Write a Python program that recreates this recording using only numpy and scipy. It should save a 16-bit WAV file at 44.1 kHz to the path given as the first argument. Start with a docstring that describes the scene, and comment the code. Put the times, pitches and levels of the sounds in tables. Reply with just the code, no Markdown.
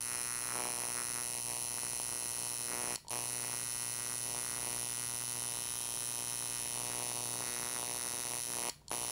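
"""A coil tattoo machine buzzes against skin in a small studio, over faint room air and a drone.
About 120 times a second its armature clicks on the contact screw, then hits the coil cores and rings the
steel frame, while the needle bar knocks unevenly, the tube rattles and the shaking machine hums.
Near 3 s the needle lifts, the spring clacks, the buzz stops briefly and stutters back. The grip then tightens;
near 8.7 s the machine stops and restarts once more, its ring now higher, and it buzzes to the end."""
import sys
import numpy as np
from scipy import signal
from scipy.fft import rfft, irfft
from scipy.io import wavfile

SR = 44100
rng = np.random.default_rng(int(sys.argv[2]) if len(sys.argv) > 2 else 0)


def file_out(sig):
    """Save sig as 16-bit WAV at sys.argv[1]."""
    # one column per channel
    cols = np.atleast_2d(sig).T
    # limit, then scale
    lim = np.clip(cols, -1, 1)
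    pcm = np.round(lim * 32767).astype(np.int16)
    wavfile.write(sys.argv[1], SR, pcm)


N = 401751
TIME = np.arange(N) / SR

# how strongly the needle knocks and the tube rattles before the small hand moves:
# (t/s, knock level/dB, rattle level/dB)
HAND_LEVELS = [(0, -52, -49), (0.9, -50, -50.5), (1.15, -51.5, -53), (2.6, -52.5, -55.5), (3.2, -51.5, -53),
               (6.4, -52.5, -52.5), (7.3, -48, -51.5), (8.3, -48.5, -50.5), (9.1, -50, -50.5)]
# how hard the skin shakes the machine before any lift: (t/s, level/dB)
SHAKE = [(0, -66), (2.7, -65.5), (3.2, -62.5), (5.4, -62.5), (6.0, -64.5), (7.0, -62), (8.4, -64.5),
         (9.1, -65)]
# the hand eases off (+) or presses in (-), swelling and fading: (middle t/s, length/s, knock change/dB)
NUDGES = [(0.021, 0.15, -7), (0.148, 0.2, 3), (.36, 0.21, -1.5), (0.604, 0.38, 7), (0.997, 0.18, 4.5),
          (1.19, 0.14, 2.5), (1.43, 0.11, -6), (1.503, .08, 3), (1.629, 0.13, -2), (3.154, .2, 2.5),
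          (3.426, 0.37, 2.5), (3.692, 0.21, -2.5), (4.185, 0.15, -2), (4.37, 0.22, 2.5), (4.67, .36, 2.5),
          (5.26, 0.13, -3.5), (6.658, 0.21, -1.5), (6.89, .25, 2.5), (8.434, 0.14, -5.5), (8.93, 0.11, 4.5)]
# the needle is drawn partly or wholly out of the skin:
# (t/s, length/s, knock change/dB, rattle change/dB, shake change/dB)
LIFTS = [(2.695, 0.26, 7.5, 8, -5), (7.4, .42, 0.5, 2, -5), (8.575, .23, 4, 4.5, -17)]
LIFT_RAMP_S = 0.074   # the time a lift takes
FORCE_DB = -39.5   # level of the steel under an even hand
# a freer needle hits the steel harder and rattles more: dB per dB of knock
FORCE_FOLLOWS, RATTLE_FOLLOWS = 0.054, 0.71
# the skin's drag on the needle flutters: typical size in dB, new values per s
DRAG_DB, DRAGS_PER_S = 0.9, 14
# random stroke-to-stroke spread of each steel mode, and of each needle, skin and tube mode
STEEL_SPREAD_DB, NEEDLE_SPREAD_DB = 0.5, 1.1


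def machine(travel_s, screw_jitter_s, core_jitter_s, needle_jitter_s, needle_lead_s):
    """Each stroke touches the screw, crosses the gap and hits the cores, driving the needle."""
    nudge_db = 0
    for middle, length, db in NUDGES:
        phase = np.clip((TIME - middle) / length, -0.5, 0.5)
        nudge_db = nudge_db + db * np.cos(np.pi * phase) ** 2
    lift_knock_db, lift_rattle_db, lift_shake_db = moves(LIFTS, LIFT_RAMP_S)
    free_db = nudge_db + lift_knock_db   # how freely the needle moves

    strokes, cycle, powered = armature(free_db)
    at_screw = strokes + screw_jitter_s * chance(strokes)
    at_cores = at_screw + travel_s + core_jitter_s * chance(strokes)
    at_skin = at_cores - needle_lead_s + needle_jitter_s * chance(strokes)
    uneven_db = uneven_strokes(strokes)

    knock_db, rattle_db = read(HAND_LEVELS, TIME)
    knock_db = knock_db + free_db + DRAG_DB * waver(DRAGS_PER_S)
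    rattle_db = rattle_db + RATTLE_FOLLOWS * nudge_db + lift_rattle_db
    force_db = FORCE_DB + FORCE_FOLLOWS * free_db
    shake_db = read(SHAKE, TIME)[0] + lift_shake_db

    steel = frame(at_screw, at_cores, level_db=-0.47, screw_spread_db=1.3, core_spread_db=0.5)
    steel += chatter(at_cores, level_db=-8.5, fade_s=0.0012, low_hz=4470)
    steel += finger_ring(at_cores)
    metal = held(from_db(force_db) * steel + from_db(rattle_db) * tube_rattle(at_cores, uneven_db))
    needle = needle_knock(at_skin, uneven_db) + skin_tug(at_skin, uneven_db)
    return metal + from_db(knock_db) * needle + from_db(shake_db) * hum(cycle, powered)


# the three runs of the machine: (first stroke t/s, switch-off t/s)
RUNS = [(0.0068, 2.960), (3.1055, 8.697), (8.9135, 9.2)]
# stroke rate under an even hand: (t/s, f/Hz)
SPEED = [(0.0, 120.59), (0.5, 120.76), (2.6, 119.79), (3.05, 120.51), (3.6, 120.0), (5.25, 120.1),
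         (5.85, 119.54), (6.7, 119.8), (6.85, 120.36), (8.35, 120.5), (8.5, 119.59), (9.1, 119.97)]
SPEED_HZ_PER_DB = 0.063   # a freer needle runs faster: Hz per dB of knock


def armature(free_db):
    """Current drives the armature to and fro: stroke times, the running cycle count and power on or off."""
    stroke_hz = read(SPEED, TIME)[0] + SPEED_HZ_PER_DB * free_db
    turns = np.cumsum(stroke_hz) / SR
    strokes, cycle, powered = [], np.zeros(N), np.zeros(N)
    for start, stop in RUNS:
        on = (TIME >= start) & (TIME < stop)
        cycle[on] = turns[on] - turns[on][0]
        powered[on] = 1
        whole_cycles = np.arange(np.ceil(cycle[on][-1]))
        strokes.append(np.interp(whole_cycles, cycle[on], TIME[on]))
    return np.concatenate(strokes), cycle, powered


# modes of the steel frame, with relative levels:
# (f/Hz, width/Hz, level/dB struck at the screw, level/dB struck at the cores)
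FRAME = [(1036, 170, -23, -64), (2588, 403, -29, -10.5), (3842, 59, -23, -16.5), (4063, 153, -15, -7.5),
         (4443, 73, -12, -26), (5338, 217, -15, -5.5), (6154, 366, -16, -5.5), (6930, 190, -14, -21),
         (7480, 1000, -22.5, -12.5), (8110, 170, -40, -7), (8900, 600, -30, -10), (9220, 640, -8, -14),
         (9850, 300, 2, 0.5), (10620, 560, -5.5, -1), (10970, 620, -27, -5.5), (14100, 670, -41, -41),
         (14000, 200, -16, -32), (13900, 660, -48, -40), (2530, 2180, -24, -20.5)]
# weak first contacts before the buzz takes hold: (t/s, level/dB relative to a full stroke)
STUTTERS = [(3.083, -10), (3.0963, -3), (8.882, -16), (8.8952, -9), (8.9045, -2)]


def frame(at_screw, at_cores, level_db, screw_spread_db, core_spread_db):
    """Both contacts ring the same steel modes, a little differently on each stroke."""
    stutter_s, stutter_db = np.transpose(STUTTERS)
    screw_size = np.r_[scatter(at_screw, screw_spread_db), from_db(stutter_db)]
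    core_size = scatter(at_cores, core_spread_db)
    at_screw = np.r_[at_screw, stutter_s]
    out = 0
    for k, (hz, width_hz, screw_db, core_db) in enumerate(FRAME):
        screw_sizes = from_db(screw_db) * screw_size * scatter(at_screw, STEEL_SPREAD_DB)
        core_sizes = from_db(core_db) * core_size * scatter(at_cores, STEEL_SPREAD_DB)
        blows = clicks(at_screw, screw_sizes) + clicks(at_cores, core_sizes)
        out = out + (-1) ** k * resonate(blows, hz, width_hz)   # neighbouring modes have opposite signs
    return from_db(level_db) * rms_one(out)


def chatter(times, level_db, fade_s, low_hz):
    """Loose parts sizzle for an instant after each blow, swelling and fading."""
    r = np.exp(-1 / (fade_s * SR))
    bursts = signal.lfilter([1], [1, -2 * r, r * r], clicks(times, np.ones(len(times))))
    high_pass = signal.butter(2, low_hz, "high", fs=SR, output="sos")
    hiss = signal.sosfilt(high_pass, bursts * rng.standard_normal(N))
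    return from_db(level_db) * rms_one(hiss)


# a frame mode that the fingers let ring in the middle of the line: (f/Hz, width/Hz, relative level/dB)
FINGER_MODE = [(3480, 1060, 0)]
# how freely it rings: (t/s, level/dB relative to the stroke force)
FINGER_RING = [(0, -34), (3.3, -30), (4.2, -22), (5.5, -18), (7.4, -22), (9.1, -22)]


def finger_ring(at_cores):
    """The core blows excite one more frame mode, which the fingers damp more or less."""
    freed = knock(at_cores, 1, FINGER_MODE, level_db=-1.0, mode_spread_db=STEEL_SPREAD_DB, soft_hz=8400)
    return from_db(read(FINGER_RING, TIME)[0]) * freed


# single hard knocks where the needle jumps in the skin: (t/s, level/dB over the mean stroke)
JUMPS = [(1.16, 4), (1.184, 5), (1.783, 7), (1.833, 9), (1.866, 6), (1.933, 9), (1.999, 9), (2.091, 6.5),
         (2.125, 6.5), (2.158, 5), (2.258, 8), (3.539, 6.5), (4.672, 5), (4.83, 6.5), (7.763, 8)]
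SWING_DB = 3.0   # strong-weak swing of the needle
STROKE_CAP_DB = 4.2   # the end of the needle's travel caps its strokes, apart from jumps


def uneven_strokes(strokes):
    """Needle strokes limp between strong and weak up to a cap, and a few jump; dB."""
    limping_db = limp(strokes, spread_db=1.8, swing_db=SWING_DB, flips_hz=0.4)
    out = np.minimum(limping_db, STROKE_CAP_DB)
    for s, db in JUMPS:
        out[np.argmin(abs(strokes - s))] = db
    return out


# needle bar, damped by the hand: (f/Hz, width/Hz, relative level/dB)
NEEDLE = [(240, 363, -5.5), (797, 805, 4), (997, 793, -0.5)]


def needle_knock(at_skin, uneven_db):
    """The needle bar knocks at low, broad modes, harder on strong strokes."""
    return knock(at_skin, from_db(uneven_db), NEEDLE, level_db=0.14,
                 mode_spread_db=NEEDLE_SPREAD_DB, soft_hz=2800)


# the needle catching in the skin: (f/Hz, width/Hz, relative level/dB)
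TUG = [(158, 240, 5.5), (483, 444, 10)]


def skin_tug(at_skin, uneven_db):
    """Skin pushes back on strong strokes and pulls on weak ones: a thump at half the stroke rate."""
    pull = np.tanh(uneven_db / SWING_DB + chance(at_skin))
    return knock(at_skin, pull, TUG, level_db=-6.5, mode_spread_db=NEEDLE_SPREAD_DB, soft_hz=800)


# the tube the needle bar rattles in: (f/Hz, width/Hz, relative level/dB)
TUBE = [(1150, 830, 1.5), (2307, 554, 0.36)]
RATTLE_SHARE = 0.55   # share of the needle's unevenness, in dB, that reaches the tube


def tube_rattle(at_cores, uneven_db):
    """The bar strikes the tube, whose modes lie above the needle's."""
    return knock(at_cores, from_db(RATTLE_SHARE * uneven_db), TUBE, level_db=-1.2,
                 mode_spread_db=NEEDLE_SPREAD_DB, soft_hz=4660)


def knock(times, sizes, modes, level_db, mode_spread_db, soft_hz):
    """Cushioned blows on a damped part: resonances with their treble softened."""
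    out = 0
    for k, (hz, width_hz, db) in enumerate(modes):
        mode_sizes = sizes * from_db(db) * touch(times) * scatter(times, mode_spread_db)
        out = out + (-1) ** k * resonate(clicks(times, mode_sizes), hz, width_hz)
    return from_db(level_db) * rms_one(low_pass(out, soft_hz))


# the shifting fingers make each knocking mode wander in level on its own:
# typical size in dB, new values per s
TOUCH_DB, TOUCHES_PER_S = 1.0, 6


def touch(times):
    """The shifting fingers give the strokes a slowly wandering gain, drawn anew for each mode."""
    return from_db(TOUCH_DB * np.interp(times, TIME, waver(TOUCHES_PER_S)))


# the grip tightens as the work goes on: (t/s, firmness 0-1)
GRIP = [(0, 0), (2.6, 0.25), (3.3, 0.3), (4.2, 0.55), (6.6, 0.6), (7.4, 1), (9.1, 1)]
# the hand rolls back at the end, and the machine's ring rises: (t/s, rise of f/%)
ROLL = [(0, 0.11), (8.3, 0), (8.6, 1.2), (9.1, 2.0)]
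# peaks and hollows of the ring, before the roll raises them:
# (loose f/Hz, firm f/Hz, width/Hz, loose level/dB, firm level/dB)
HELD = [(1340, 1600, 790, 3, 1.5), (1890, 1870, 160, 0, 0.5), (2800, 3070, 240, 1.5, 0),
        (3730, 3730, 360, -2, 3), (4270, 4130, 110, 4.5, -1), (4600, 4550, 240, -3, 3.5),
        (5170, 5250, 270, 2, 0.5), (5600, 5800, 190, -3.5, -0.5), (6000, 6100, 300, -0.5, 0.5),
        (6600, 6000, 220, -1, 0), (7140, 7400, 300, -4, 0), (7470, 7580, 210, 0.5, 0),
        (8000, 8100, 280, -4.5, -4.5), (8300, 8400, 250, 3, 0.5), (9150, 8900, 260, -5.5, -8),
        (9900, 9780, 340, 4, 2), (10200, 10250, 150, 0, -1.5), (10600, 12000, 250, -0.5, 0.5),
        (12600, 12800, 1000, -3.5, -2.5)]


def held(x, size=2048):
    """The grip shifts and damps the ring: peaks and hollows follow it, block by block."""
    starts, out = np.arange(0, N, size), x.copy()
    firmness = np.clip(read(GRIP, starts / SR)[0], 0, 1)
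    rise = 1 + read(ROLL, starts / SR)[0] / 100
    for loose_hz, firm_hz, width_hz, loose_db, firm_db in HELD:
        hz = rise * (loose_hz + firmness * (firm_hz - loose_hz))
        turn = -2 * np.cos(2 * np.pi * hz / SR)
        gain = np.sqrt(from_db(loose_db + firmness * (firm_db - loose_db)))
        band = np.tan(np.pi * width_hz / SR)
        state = np.zeros(2)   # carried from block to block
        for i, c, g in zip(starts, turn, gain):
            top, bottom = [1 + band * g, c, 1 - band * g], [1 + band / g, c, 1 - band / g]
            out[i:i + size], state = signal.lfilter(top, bottom, out[i:i + size], zi=state)
    return out


# hum partials from the stroke rate upward: (relative level/dB)
HUM_ORDERS = [4.8, -4.5]
# the hum wavers: typical size in dB, new values per s
HUM_WAVER_DB, HUM_WAVERS_PER_S = 1.5, 9


def hum(cycle, powered):
    """The whole machine shakes in the hand at the stroke rate, wavering a little."""
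    tone = 0
    for k, db in enumerate(HUM_ORDERS, 1):
        tone = tone + from_db(db) * np.sin(2 * np.pi * k * cycle)
    shake = low_pass(np.sqrt(2) * tone * powered, 600)
    return from_db(HUM_WAVER_DB * waver(HUM_WAVERS_PER_S)) * shake


# spring let go, pulled in or nudged: (t/s, blow level/dB, contact brightness f/Hz)
CLACKS = [(2.958, -27, 13850), (2.978, -28, 910), (3.048, -28, 800), (3.069, -24, 800), (3.083, -36, 11000),
          (3.088, -24, 1000), (8.697, -26.5, 14000), (8.817, -33, 806), (8.882, -36, 11860),
          (8.9044, -26, 1500)]
# modes of the free armature spring: (f/Hz, relative level/dB, time to fall 60 dB/s)
SPRING = [(950, -19.5, 0.033), (3100, -10, 0.0056), (4250, -6, 0.022), (4600, -4, 0.011),
          (5600, -2, 0.0058), (6970, -5, 0.015), (7900, 0.5, 0.0045)]


def spring():
    """The spring rings freely when the current stops or starts; soft contacts wake mainly its lowest mode."""
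    blows = 0
    for s, db, bright_hz in CLACKS:
        blows = blows + low_pass(clicks(np.array([s]), from_db([db])), bright_hz)
    out = 0
    for k, (hz, mode_db, t60) in enumerate(SPRING):
        r, w = from_db(-60 / (t60 * SR)), 2 * np.pi * hz / SR
        ring = signal.lfilter([0, np.sin(w)], [1, -2 * r * np.cos(w), r * r], blows)
        out = out + (-1) ** k * from_db(mode_db) * ring
    return out


# hard surfaces close by: (delay t/s, level/dB)
ECHOES = [(.00105, -20.5), (.0019, -59), (.0031, -30.5), (.0044, -43)]
# spectrum of the room's tail: (f/Hz, level/dB)
ROOM = [(100, -19), (200, -11.5), (500, -31.5), (1500, -8.5), (4000, -10), (10000, -16), (15000, -7)]
ROOM_T60_S = 0.28   # time for the tail to fall by 60 dB


def studio(x, build_s):
    """The room adds a few near reflections and a diffuse tail of fading noise."""
    t = TIME[:SR // 2]
    tail = rng.standard_normal(len(t)) * from_db(-60 * t / ROOM_T60_S)
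    tail *= 1 - np.exp(-t / build_s)
    delay_s, echo_db = np.transpose(ECHOES)
    response = colour(tail / np.linalg.norm(tail), ROOM)
    response = response + clicks(delay_s, from_db(echo_db))[:len(t)]
    return x + signal.fftconvolve(x, response)[:N]


# spectrum of the room air: (f/Hz, relative level/dB per Hz)
AIR = [(25, -10), (40, -7), (52, 5.5), (64, 0), (82, -1.5), (150, -3.5), (220, -10.5), (500, -15),
       (1000, -20), (1250, -25), (5000, -29), (16000, -36)]


def room_air(level_db):
    """Moving air is steady noise, strongest in the bass."""
    return from_db(level_db) * rms_one(colour(rng.standard_normal(N), AIR))


# a faint steady drone in the room: (f/Hz, level/dB)
DRONE = (145.5, -69.5)


def room_drone():
    """One pure, steady tone."""
    hz, level_db = DRONE
    return from_db(level_db) * np.sqrt(2) * np.sin(2 * np.pi * hz * TIME)


def from_db(db):
    """Decibels to gain."""
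    return 10 ** (np.asarray(db) / 20)


def rms_one(x):
    """Scale to rms 1."""
    return x / np.sqrt(np.mean(x ** 2) + 1e-20)


def read(rows, times):
    """The columns of a curve at the given times."""
    s, *columns = np.transpose(rows)
    return [np.interp(times, s, c) for c in columns]


def low_pass(x, hz):
    """Soften the treble above a frequency."""
    return signal.sosfilt(signal.butter(2, hz, fs=SR, output="sos"), x)


def colour(x, points):
    """Shape a signal by a spectrum of (f/Hz, level/dB)."""
    hz, db = np.transpose(points)
    bins = np.maximum(np.fft.rfftfreq(len(x), 1 / SR), 1)
    gain = from_db(np.interp(np.log(bins), np.log(hz), db))
    return irfft(rfft(x) * gain, len(x))


def clicks(times, sizes, size=8):
    """Band-limited clicks that may fall between samples."""
    at = np.floor(times * SR).astype(int)[:, None] + np.arange(1 - size, size + 1)
    offset = at - times[:, None] * SR
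    shape = sizes[:, None] * np.sinc(offset) * np.sinc(offset / size)
    inside = (at >= 0) & (at < N)
    return np.bincount(at[inside], shape[inside], N) + 1e-18


def resonate(x, hz, width_hz):
    """A resonance with gain 1 on top."""
    r = np.exp(-np.pi * width_hz / SR)
    top = np.array([1, 0, -1]) * (1 - r * r) / 2
    return signal.lfilter(top, [1, -2 * r * np.cos(2 * np.pi * hz / SR), r * r], x)


def chance(times):
    """A normal random value for each stroke or moment."""
    return rng.standard_normal(len(times))


def scatter(times, spread_db):
    """A random gain for each stroke."""
    return from_db(spread_db * chance(times))


def waver(per_s):
    """Slow chance: new random values so many times a second, joined by straight lines."""
    moments = np.arange(0, TIME[-1] + 1, 1 / per_s)
    return np.interp(TIME, moments, chance(moments))


def limp(times, spread_db, swing_db, flips_hz):
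    """Strong and weak strokes alternate, now and then swapping places, with bounded chance on top; dB."""
    r = np.exp(-2 * np.pi * flips_hz * np.median(np.diff(times)))
    slow = rms_one(signal.lfilter([1], [1, -r], chance(times)))
    swing = np.tanh(2 * slow) * (-1) ** np.arange(len(times))
    return swing_db * swing + spread_db * rms_one(np.tanh(chance(times)))


def moves(rows, ramp_s):
    """Moves of the hand ramp in, hold and ramp out; one curve for each column of changes."""
    def ramp(s):
        return np.clip((TIME - s) / ramp_s + 0.5, 0, 1)
    return sum(np.outer(changes, ramp(s) * (1 - ramp(s + length))) for s, length, *changes in rows)


def scene():
    """The machine and its spring in the room, over low air and a faint drone."""
    buzz = machine(travel_s=0.00137, screw_jitter_s=0.000019, core_jitter_s=0.000008,
                   needle_jitter_s=0.00003, needle_lead_s=0.00005)
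    in_room = studio(buzz + spring(), build_s=0.0014)
    return (in_room + room_air(level_db=-63.3) + room_drone())[None]


def record(dry):
    """The top is cut steeply above 15.7 kHz."""
    return signal.sosfilt(signal.ellip(10, 0.2, 70, 15700, fs=SR, output="sos"), dry)


dry = scene()
out = record(dry)
file_out(out)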